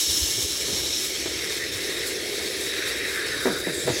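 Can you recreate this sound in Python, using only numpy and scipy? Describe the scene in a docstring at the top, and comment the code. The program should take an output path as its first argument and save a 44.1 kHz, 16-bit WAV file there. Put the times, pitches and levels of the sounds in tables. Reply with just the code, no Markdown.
"""A hot metal bar melts its way into a block of ice on a wet surface, heard close up in mono.
It opens on a bright jet of steam and a breathy whistle from a crack, over simmering meltwater and
low air rumble. Within two seconds the jet dies down, leaving a fine sizzle with spurts of fizz.
The steam pocket under the bar rings lower and lower as it grows, and squirts whistle downwards.
Near the end big bubbles gulp out, the hollow under the block booms and a new jet opens."""
import sys
import numpy as np
from scipy import signal
from scipy.fft import rfft, irfft
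from scipy.io import wavfile

SR = 44100
rng = np.random.default_rng(int(sys.argv[2]) if len(sys.argv) > 2 else 0)


def wav_record(signal):
    """Record a signal, one row per channel, as 16-bit PCM in the file named by sys.argv[1]."""
    frames = np.transpose(np.atleast_2d(signal))
    bounded = np.clip(frames, -1, 1)
    # unit amplitude maps onto the largest positive 16-bit level
    quanta = np.round(bounded * 32767).astype(np.int16)
    wavfile.write(sys.argv[1], SR, quanta)


N = 176400  # 4 s


# EQ of the opening jet: (frequency [Hz], gain [dB])
JET_EQ = [(100, -62), (1100, -28), (2000, -25), (2650, -21.5), (2950, -8), (3250, -8.5), (3500, -9),
          (3850, -10), (4450, -10.5), (4850, -15), (5150, -3), (5450, 1.5), (5850, -3.5), (6050, -6),
          (6350, -4.5), (7200, -10.5), (7800, -9.5), (8300, -15), (8750, -24), (9400, -11.5), (10800, -20),
          (11500, -14.5), (12200, -20.5), (13600, -22), (14400, -26), (16000, -25)]
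# its fade-out: (time [s], level [dB])
JET_FADER = [(0, -25.5), (.19, -25), (.42, -28.5), (.6, -30.5), (.97, -28.5), (1.12, -34.5), (1.22, -33.5),
             (1.5, -42), (1.7, -42), (4, -77)]

def jet():
    """Steam rushes out from under the hot bar in a bright hiss that dies away."""
    hiss = patchy(bursts(6000, spread_db=2.3, wash=0.97), depth_db=1.5, span_hz=400, span_s=0.055)
    return colour(hiss, JET_EQ) * amp(curve(JET_FADER))


# EQ of the sizzle, peaking at the resonances of the gap under the bar: (frequency [Hz], gain [dB])
SIZZLE_EQ = [(100, -28), (700, -9.5), (1000, -14), (1400, -6), (2300, 0), (2800, -8), (3250, 0.5),
             (3550, 1.5), (3900, 5), (4200, 0), (4450, 1), (4750, -1.5), (5100, 0), (5450, 2.5),
             (5900, -0.5), (6100, -1.5), (6600, -3.5), (7100, -12), (7650, -4.5), (7900, -12), (8250, -2.5),
             (8600, -10), (9100, -14.5), (9700, -13.5), (10600, -13), (11200, -14.5), (12200, -17),
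             (12700, -17), (16000, -24)]
# its nearly even level: (time [s], level [dB])
SIZZLE_FADER = [(0, -35), (.55, -34.5), (.8, -32.5), (1, -34), (1.15, -33), (1.55, -31.5), (1.67, -35.5),
                (1.9, -33), (2.1, -34), (2.25, -33.5), (2.4, -32.5), (2.8, -34.5), (2.93, -32),
                (3.05, -35.5), (3.45, -34.5), (3.68, -40.5), (4, -31)]

def sizzle():
    """The water film boils in patches against the metal."""
    film = patchy(bursts(5000, spread_db=3.3, wash=0.69), depth_db=2.0, span_hz=597, span_s=0.06)
    return colour(film, SIZZLE_EQ) * amp(curve(SIZZLE_FADER))


# airy EQ of the spray: (frequency [Hz], gain [dB])
FIZZ_EQ = [(100, -24), (2000, -10.5), (5500, -0.5), (7100, -1.5), (8100, 1.5), (9000, -7), (9800, -2),
           (12100, -4.5), (12800, -7), (16000, -10)]
# its spurts: (time [s], level [dB])
FIZZ_FADER = [(0, -30.5), (.8, -40.5), (.87, -47), (.93, -51), (1.05, -29.5), (1.16, -52), (1.45, -40.5),
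              (1.58, -39), (1.67, -46), (1.75, -38.5), (2.03, -39.5), (2.08, -34.5), (2.14, -42),
              (2.65, -37.5), (2.84, -42), (2.88, -36), (2.98, -40), (3.02, -46), (3.1, -36.5), (3.27, -43),
              (3.6, -39), (4, -42)]

def fizz():
    """Fine spray spits out in fluttering spurts."""
    spray = colour(bursts(6000, spread_db=1.9, wash=0.98), FIZZ_EQ)
    return spray * amp(curve(FIZZ_FADER) + 1.5 * wander(25))


# sweep of the second jet: (time [s], resonance [Hz], level [dB])
NEW_JET_SWEEP = [(3.66, 8300, -73), (3.74, 8050, -38.5), (3.8, 7600, -36), (3.87, 7650, -42),
                 (3.93, 6440, -35), (3.98, 6030, -37), (4, 6000, -35)]

def new_jet():
    """A fresh steam jet opens at the end, a wide band of hiss sweeping down."""
    hiss = resonate(rng.standard_normal(N), curve(NEW_JET_SWEEP), width_hz=2000)
    return hiss * amp(curve(NEW_JET_SWEEP, axis=2))


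def steam():
    """Jets, sizzle and spray reflect inside the hollow of the ice and sputter together."""
    bus = jet() + sizzle() + fizz() + new_jet()
    ring_s, wet = 0.0076, 0.35
    t = np.arange(2048) / SR
    tail = rng.standard_normal(len(t)) * np.exp(-t / ring_s)
    reflections = signal.fftconvolve(bus, tail / np.linalg.norm(tail))[:N]
    return (bus + wet * reflections) * amp(0.6 * wander(20))


# sweep of the steam pocket: (time [s], lower resonance [Hz], level [dB])
POCKET_SWEEP = [(0, 2330, -63), (1.1, 2280, -45), (1.38, 2130, -38.5), (1.52, 2000, -41), (1.63, 1930, -38),
                (1.71, 1930, -38), (2.0, 1920, -36), (2.3, 2010, -40), (2.62, 1930, -40),
                (2.72, 1840, -34.5), (2.95, 1930, -33), (3.2, 1760, -31.5), (3.32, 1760, -33.5),
                (3.45, 1510, -35), (3.58, 1450, -35), (3.62, 1690, -40.5), (3.68, 1800, -34),
                (3.8, 1720, -42.5), (3.93, 2000, -37), (4, 1850, -40)]

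def pocket():
    """Steam rings two resonances of the pocket under the bar, which sink as it grows."""
    hz = curve(POCKET_SWEEP) + 35 * wander(13)
    lower = resonate(bursts(2500, spread_db=3.2, wash=0.68), hz, width_hz=580)
    upper = resonate(bursts(2300, spread_db=4.2, wash=0.63), hz * 1.32, width_hz=710)
    low_cut = signal.butter(4, 1100, "high", fs=SR, output="sos")
    ring = signal.sosfilt(low_cut, lower + amp(-6) * upper)
    return ring * amp(curve(POCKET_SWEEP, axis=2) + 0.79 * wander(50))


# steam squirts: (time [s], length [s], start pitch [Hz], end pitch [Hz], level [dB])
SQUIRT_CUES = [(1.384, 0.13, 2230, 1990, -39), (1.57, 0.12, 1980, 1810, -33),
               (3.126, 0.16, 1880, 1370, -34.5), (3.269, 0.12, 2120, 1510, -33),
               (3.629, 0.05, 2050, 1910, -36.5)]

def squirts():
    """Short squirts of steam swell and fade as they whistle downwards."""
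    out = np.zeros(N)
    for s, length, start_hz, end_hz, db in SQUIRT_CUES:
        glide = np.linspace(start_hz, end_hz, round(length * SR))
        squirt = resonate(rng.standard_normal(N)[:len(glide)], glide, width_hz=280)
        add(out, s, amp(db) * np.hanning(len(glide)) * squirt)
    return out


# main whistle of the crack: (time [s], level [dB])
WHISTLE_FADER = [(0, -33.5), (.45, -42), (.95, -34), (1.12, -46.5), (1.7, -44), (1.94, -34.5), (2.22, -47),
                 (2.35, -38), (2.6, -45), (2.68, -32), (3.02, -41.5), (3.7, -36.5), (4, -45)]
# upper whistle, swelling as the crack widens: (time [s], level [dB])
UPPER_FADER = [(0, -55), (2.6, -57), (3.2, -48), (3.4, -44), (4, -43)]
# thin hiss on top: (time [s], level [dB])
TOP_FADER = [(0, -60), (1.6, -53), (2.0, -49.5), (2.5, -47.5), (2.65, -43), (2.8, -50.5), (3.4, -46.5),
             (4, -45.5)]

def whistles():
    """Steam whistles breathily through a narrow crack, at three pitches."""
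    sag_hz_per_s = 24
    pitch = 3860 - sag_hz_per_s * np.arange(N) / SR + 35 * wander(7.3)
    main = resonate(bursts(3000, spread_db=1.9, wash=1.0), pitch, width_hz=290)
    upper = resonate(rng.standard_normal(N), hz=np.full(N, 4755), width_hz=290)
    top = resonate(rng.standard_normal(N), hz=np.full(N, 9970), width_hz=600)
    return main * amp(curve(WHISTLE_FADER)) + upper * amp(curve(UPPER_FADER)) + top * amp(curve(TOP_FADER))


# big bubbles: (time [s], start pitch [Hz], ring level [dB], splash level [dB])
GULP_CUES = [(.38, 370, -23, -54), (.68, 380, -46, -37.5), (.727, 187, -27.5, -52), (1.257, 352, -22, -32),
             (2.397, 446, -35, -36), (3.454, 366, -12, -22), (3.468, 461, -11.5, -23.5),
             (3.501, 305, -25, -29), (3.668, 374, -19.5, -30.5), (3.869, 330, -27, -28),
             (3.876, 466, -15, -23.5), (3.899, 295, -24, -28.5), (3.911, 344, -33, -38)]
# EQ of a splash: (frequency [Hz], gain [dB])
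SPLASH_EQ = [(50, -50), (150, -34), (230, 4.5), (500, -4), (700, -1), (950, -14), (1800, -8.5), (3000, -23),
             (6000, -28), (16000, -34)]
# modes of the ice walls: (frequency [Hz], level against the splash [dB], decay [s])
WALL_MODES = [(374, -7, 0.03), (486, -2, 0.0097), (653.6, -10, 0.019), (948, -9.5, 0.018),
              (1404, -25, .025)]

def gulps():
    """Each big bubble rings briefly, rising in pitch; its splash rings the ice walls."""
    attack_s, ring_s, splash_s, glide_per_s = 0.0025, 0.0086, 0.026, 2.72
    t = np.arange(SR // 5) / SR
    attack = np.minimum(t / attack_s, 1)
    out = np.zeros(N)
    for s, hz, ring_db, splash_db in GULP_CUES:
        ring = np.sin(2 * np.pi * hz * (t + glide_per_s * t ** 2 / 2)) * np.exp(-t / ring_s)
        splash = colour(rng.standard_normal(len(t)), SPLASH_EQ) * np.exp(-t / splash_s)
        walls = sum(amp(db) * np.sin(2 * np.pi * (f * t + rng.random())) * np.exp(-t / decay)
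                    for f, db, decay in WALL_MODES)
        add(out, s, attack * (amp(ring_db) * ring + amp(splash_db) * (splash + walls)))
    return out


# booms of the hollow: (time [s], start pitch [Hz], level [dB])
BOOM_CUES = [(3.461, 278, -19), (3.668, 205, -27), (3.85, 162, -26), (3.893, 142.6, -22.5)]

def booms():
    """The hollow under the block booms lower as it grows, each note sagging in pitch."""
    attack_s, ring_s, sag_per_s = 0.008, 0.028, 6.4
    t = np.arange(SR // 4) / SR
    envelope = np.minimum(t / attack_s, 1) * np.exp(-t / ring_s)
    out = np.zeros(N)
    for s, hz, db in BOOM_CUES:
        add(out, s, amp(db) * envelope * np.sin(2 * np.pi * hz * (t - sag_per_s * t ** 2 / 2)))
    return out


# dark EQ of the meltwater: (frequency [Hz], gain [dB])
SIMMER_EQ = [(40, -47), (150, -14.5), (245, -14), (300, -4), (385, 0), (480, -2), (600, -10.5), (850, -27),
             (1500, -36), (5000, -70)]
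# its slow build: (time [s], level [dB])
SIMMER_FADER = [(0, -46), (.5, -43.5), (.7, -37.5), (1.05, -44), (1.25, -41), (1.7, -40), (2.1, -36),
                (2.6, -38), (3.2, -38), (3.8, -33.5), (4, -34)]
# main ring of the small bubbles, rising at first: (time [s], pitch [Hz], level [dB])
BUBBLE_SWEEP = [(0, 324, -44), (.7, 335, -43), (1.3, 364, -40.5), (2.1, 400, -39.5), (3.2, 397, -40),
                (4, 380, -44.5)]

def simmer():
    """Small bubbles burst in the meltwater, a soft bed under the steam."""
    bed = colour(bursts(500, spread_db=1.86, wash=0.73), SIMMER_EQ)
    ring = resonate(bursts(500, spread_db=1.9, wash=0.6), curve(BUBBLE_SWEEP), width_hz=142)
    return bed * amp(curve(SIMMER_FADER)) + ring * amp(curve(BUBBLE_SWEEP, axis=2))


# bass-heavy EQ of the air: (frequency [Hz], gain [dB])
RUMBLE_EQ = [(15, -42), (30, -32), (45, -9), (63, 3), (95, -2), (150, -4), (250, -21), (600, -14),
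             (3000, -82)]
# its swells: (time [s], level [dB])
RUMBLE_FADER = [(0, -60), (.1, -47), (.55, -50), (.75, -40.5), (1.05, -50.5), (1.3, -47), (2.2, -51),
                (3.3, -48), (4, -44.5)]
# soft thumps: (time [s], pitch [Hz], level [dB])
THUMP_CUES = [(.08, 75, -33), (.208, 70, -24.5), (0.366, 114, -34.5), (0.424, 75, -31), (1.735, 100, -35)]

def rumble():
    """Air on the microphone makes a low rumble, with a few soft thumps."""
    out = colour(rng.standard_normal(N), RUMBLE_EQ) * amp(curve(RUMBLE_FADER))
    thump_s = 0.048
    t = np.arange(0, thump_s, 1 / SR)
    envelope = np.sin(np.pi * t / thump_s) ** 2
    for s, hz, db in THUMP_CUES:
        add(out, s, amp(db) * envelope * np.sin(2 * np.pi * hz * t))
    return out


def bursts(per_s, spread_db, wash):
    """Tiny bursting bubbles of uneven size over a wash of turbulence, at rms 1."""
    size = amp(spread_db * np.minimum(rng.exponential(1, N), 4))
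    clicks = size * rng.choice([-1, 1], N) * (rng.random(N) < per_s / SR)
    return unit(unit(clicks) + wash * rng.standard_normal(N))


def patchy(x, depth_db, span_hz, span_s):
    """Separate spots boil up and fade: random patches of gain in time and frequency."""
    frame, hop = 512, 128
    spectra = signal.stft(x, nperseg=frame, noverlap=frame - hop)[2]
    across = np.fft.fftfreq(spectra.shape[0], SR / frame)[:, None] * span_hz
    along = np.fft.fftfreq(spectra.shape[1], hop / SR) * span_s
    blur = np.exp(-across ** 2 - along ** 2)
    patches = np.fft.ifft2(np.fft.fft2(rng.standard_normal(spectra.shape)) * blur).real
    return signal.istft(spectra * amp(depth_db * unit(patches)), nperseg=frame, noverlap=frame - hop)[1][:N]


def resonate(x, hz, width_hz):
    """A steep band-pass that follows a pitch curve, at rms 1."""
    carrier = np.exp(2j * np.pi * np.cumsum(hz) / SR)
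    pole = np.exp(-np.pi * width_hz / SR)
    return unit((carrier * signal.lfilter([1], np.poly([pole, pole]), x / carrier)).real)


def colour(x, eq):
    """Plays x through an EQ curve, at rms 1."""
    hz, db = np.transpose(eq)
    f = np.fft.rfftfreq(len(x), 1 / SR)
    gain = amp(np.interp(np.log(f + 1), np.log(hz), db))
    return unit(irfft(rfft(x) * gain, len(x)))


def wander(rate_hz):
    """Smooth random modulation from 2 Hz up to about rate_hz, at rms 1."""
    f = np.fft.rfftfreq(N, 1 / SR)
    band = np.exp(-(f / rate_hz) ** 2) * (f > 2)
    return unit(irfft(rfft(rng.standard_normal(N)) * band, N))


def curve(rows, axis=1):
    """An automation lane: one column of a time table, joined by straight lines."""
    rows = np.array(rows)
    return np.interp(np.arange(N) / SR, rows[:, 0], rows[:, axis])


def add(mix, s, sound):
    """Drops a sound into the mix at s seconds."""
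    part = mix[round(s * SR):][:len(sound)]
    part += sound[:len(part)]


def amp(db):
    return 10 ** (np.asarray(db) / 20)


def unit(x):
    """Scales to rms 1."""
    return x / np.sqrt(np.mean(x ** 2) + 1e-20)


def scene():
    """Steam, water and air, mixed dead centre."""
    mono = steam() + pocket() + squirts() + whistles() + simmer() + gulps() + booms() + rumble()
    return np.array([mono, mono])


def record(dry):
    """A steep high cut at 15850 Hz on the whole mix."""
    high_cut = signal.firwin(701, 15850, window=("kaiser", 9), fs=SR)
    return signal.oaconvolve(dry, high_cut[None], "same")


dry = scene()
out = record(dry)
wav_record(out)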